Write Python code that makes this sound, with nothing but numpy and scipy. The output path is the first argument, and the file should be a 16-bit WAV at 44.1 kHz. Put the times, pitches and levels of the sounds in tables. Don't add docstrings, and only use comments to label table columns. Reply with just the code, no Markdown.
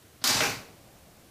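import sys
import numpy as np
from scipy import signal
from scipy.fft import rfft, irfft
from scipy.io import wavfile

SR = 44100
rng = np.random.default_rng(int(sys.argv[2]) if len(sys.argv) > 2 else 0)


def store_wav(level_fs):
    pcm = np.round(np.clip(np.atleast_2d(level_fs), -1, 1) * 32767)
    wavfile.write(sys.argv[1], SR, pcm.T.astype(np.int16))


N = 57330
TIME = np.arange(N) / SR


def from_db(db):
    return 10 ** (np.asarray(db) / 20)


def rms_one(x):
    return x / np.sqrt(np.mean(x ** 2) + 1e-20)


def decay(t60):
    return np.exp(-np.log(1000) * TIME / t60)


def attack(seconds):
    return 1 - np.exp(-TIME / seconds)


def noise(spectrum, envelope=1):
    hz, db = np.transpose(spectrum)
    grid = np.maximum(np.fft.rfftfreq(2 * N, 1 / SR), 1)
    curve = from_db(np.interp(np.log(grid), np.log(hz), db))
    low_cut = 1 / np.sqrt(1 + (hz[0] / grid / 2) ** 4)
    cepstrum = irfft(np.log(rms_one(curve * low_cut)))
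    cepstrum[1:N] *= 2
    cepstrum[N + 1:] = 0
    white = rng.standard_normal(N) * envelope
    return irfft(rfft(white, 2 * N) * np.exp(rfft(cepstrum)))[:N]


def excite(force, response):
    return signal.fftconvolve(force, response)[:N]


def clicks(hits):
    force = np.zeros(N)
    for seconds, db in hits:
        force[int(seconds * SR)] += from_db(db)
    return force


def swing(modes):
    return sum((-1) ** k * from_db(db) * decay(t60) * np.sin(2 * np.pi * hz * TIME)
               for k, (hz, db, t60) in enumerate(modes))


def struck_metal(hits, wash, modes, wash_t60, modes_t60, modes_db):
    energy = clicks(hits) ** 2
    wash_envelope = np.sqrt(np.abs(excite(energy, decay(wash_t60) ** 2)))
    modes_envelope = np.sqrt(np.abs(excite(energy, decay(modes_t60) ** 2)))
    tones = sum(from_db(db) * np.sin(2 * np.pi * (hz * TIME + rng.random())) for hz, db in modes)
    return noise(wash, wash_envelope) + from_db(modes_db) * rms_one(tones) * modes_envelope


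# (frequency [Hz], relative density [dB])
HISS_EQ = [(15, -52), (25, -30), (69, -4.5), (103, -5), (237, -13.5), (335, -12.5), (769, -19),
           (927, -23.5), (1030, -20), (1390, -22), (15000, -29)]

def hiss():
    return from_db(-55.5) * noise(HISS_EQ)


# (frequency [Hz], relative density [dB])
RUMBLE_EQ = [(30, 3), (90, -5.5), (180, 1), (350, -6.5), (700, -0.5), (1100, -15), (2200, -28), (5000, -28),
             (15000, -44)]

def rumble(start_s=0.33, start_db=-52.5, sink_db_per_s=11):
    since = TIME - start_s
    return noise(RUMBLE_EQ, (since > 0) * from_db(start_db - sink_db_per_s * since))


# (frequency [Hz], relative density [dB])
ROOM_EQ = [(80, 1.5), (500, -1), (2000, -2), (6000, -6), (10000, -4.5), (15000, 1)]

def room(source, wet_db=-12.5):
    tail = noise(ROOM_EQ, decay(0.56) * attack(0.0058))
    return from_db(wet_db) * excite(source, tail / np.linalg.norm(tail))


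# (frequency [Hz], relative density [dB])
TICK_EQ = [(1000, -14), (4000, -6), (9000, 0), (15000, 0)]

def cooling_ticks(ticks_per_s=14):
    force = (rng.random(N) < ticks_per_s / SR) * rng.uniform(0.6, 1, N)
    return from_db(-54) * noise(TICK_EQ, excite(force, decay(0.008)))


# (frequency [Hz], relative density [dB])
CREEP_EQ = [(250, 8.5), (900, 1.5), (2000, -5), (5000, -0.5), (7500, -19), (15000, -30)]

def catch_creep(at_s=0.2146, db=-45):
    envelope = excite(clicks([(at_s, db)]), decay(0.2) * attack(0.0034))
    return noise(CREEP_EQ, envelope)


# (time [s], level [dB])
THUMP_HITS = [(0.300, -40.5), (0.346, -36), (0.382, -38), (0.414, -45), (0.436, -46), (0.475, -38.5),
              (0.512, -43), (0.561, -44)]
# (frequency [Hz], gain [dB], t60 [s])
THUMP_MODES = [(64.6, -4, .12), (75.5, -11.5, 0.31), (117.2, 6, 0.14), (143, -1.5, 0.1),
               (189.7, -2.5, 0.19), (272.3, 0, 0.21)]

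def thumps():
    return excite(clicks(THUMP_HITS), swing(THUMP_MODES) * attack(0.0036))


# (frequency [Hz], relative density [dB])
RATTLE_EQ = [(100, -6.5), (250, -1.5), (600, 1), (1500, 2), (3000, -1), (5500, 1), (9000, -9), (15000, -23)]

def carriage_rattle(start_s=0.25, end_s=0.4, contacts_per_s=500, db=-29.5, swell_db=1, spread_db=2):
    progress = (TIME - start_s) / (end_s - start_s)
    contacts = rng.random(N) < contacts_per_s / SR
    strength = from_db(spread_db * np.clip(rng.standard_normal(N), -2, 2))
    chatter = rms_one(contacts * strength * rng.choice([-1, 1], N))
    envelope = (progress > 0) * (progress < 1) * from_db(db + swell_db * progress)
    ring = noise(RATTLE_EQ, decay(0.14))
    return excite(chatter * envelope, ring / np.linalg.norm(ring))


# (time [s], level [dB])
STOP_HITS = [(0.4055, -26.5), (0.4200, -27.5), (0.4340, -28), (0.4520, -29), (0.4720, -46)]
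# (frequency [Hz], relative density [dB])
CASING_WASH = [(88, -40), (150, 1), (221, -21.5), (248, -5), (450, -4.5), (545, -10), (787, -7), (866, -7),
               (2550, -5.5), (3210, -13), (6060, -11), (8750, -22.5), (15000, -23)]
# (frequency [Hz], relative level [dB])
CASING_MODES = [(253, -46), (390, -49), (457, -44), (629, -45), (809, -37), (1130, -52), (1476, -39),
                (1550, -42), (1591, -54), (2235, -47), (2375, -40.5), (2517, -46), (2606, -39.5),
                (5977, -42.5)]

def casing_ring():
    return struck_metal(STOP_HITS, CASING_WASH, CASING_MODES, wash_t60=0.37, modes_t60=0.26, modes_db=-4)


# (frequency [Hz], relative density [dB])
CLACK_EQ = [(150, -2), (300, -2.5), (800, -1.5), (1600, 0.5), (3300, 4.5), (5000, -23), (8000, -15),
            (15000, -37)]
# (frequency [Hz], level [dB], t60 [s])
HOLLOW_MODES = [(271, -33, 0.2), (449, -27, 0.12), (615, -18, 0.083)]

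def stop_clack(at_s=0.4055, crack_db=-14.5):
    blow = clicks([(at_s, 0)])
    crack = noise(CLACK_EQ, excite(blow, decay(0.025) * attack(0.0015)))
    boom = excite(blow, swing(HOLLOW_MODES) * attack(0.0097))
    return from_db(crack_db) * crack + boom


# (time [s], level [dB])
FRAME_HITS = [(0.2400, -23), (0.2725, -29.5), (0.2915, -23.5), (0.3430, -29), (0.4940, -36.5),
              (0.5260, -50.5)]
# (frequency [Hz], relative density [dB])
FRAME_WASH = [(88, -32), (150, -23), (252, 4), (486, -8.5), (772, -10), (833, -6), (1490, 1.5),
              (1600, -11.5), (1800, 0), (2750, -7), (4460, 4), (6300, -1.5), (15000, -15)]
# (frequency [Hz], relative level [dB])
FRAME_MODES = [(786, -36.5), (1262, -40), (1471, -39), (1808, -38), (2322, -37), (3852, -36.5), (4237, -60),
               (4373, -39), (4422, -39), (4567, -60), (4609, -59), (5396, -43), (7719, -61)]

def frame_ring():
    return struck_metal(FRAME_HITS, FRAME_WASH, FRAME_MODES, wash_t60=0.37, modes_t60=0.46, modes_db=-14.5)


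# (time [s], level [dB])
SNAP_HITS = [(0.242, -22), (0.2715, -26.5), (0.274, -22), (0.4105, -31)]
# (frequency [Hz], relative density [dB])
SNAP_EQ = [(800, -28), (2500, -6), (4400, 5.5), (8000, -6), (15000, -4)]

def steel_snaps(release_s=0.2401, release_db=-12.5):
    release = excite(clicks([(release_s, release_db)]), decay(0.0025))
    contacts = excite(clicks(SNAP_HITS), decay(0.051))
    return noise(SNAP_EQ, release + contacts)


def scene():
    ring = frame_ring() + casing_ring()
    mechanism = catch_creep() + steel_snaps() + carriage_rattle() + stop_clack()
    toaster = ring + mechanism + thumps() + cooling_ticks()
    mono = toaster + room(toaster) + hiss() + rumble()
    return np.array([mono, mono])


def record(dry, cutoff_hz=15100):
    return signal.sosfilt(signal.ellip(12, .1, 70, cutoff_hz, fs=SR, output="sos"), dry)


dry = scene()
out = record(dry)
store_wav(out)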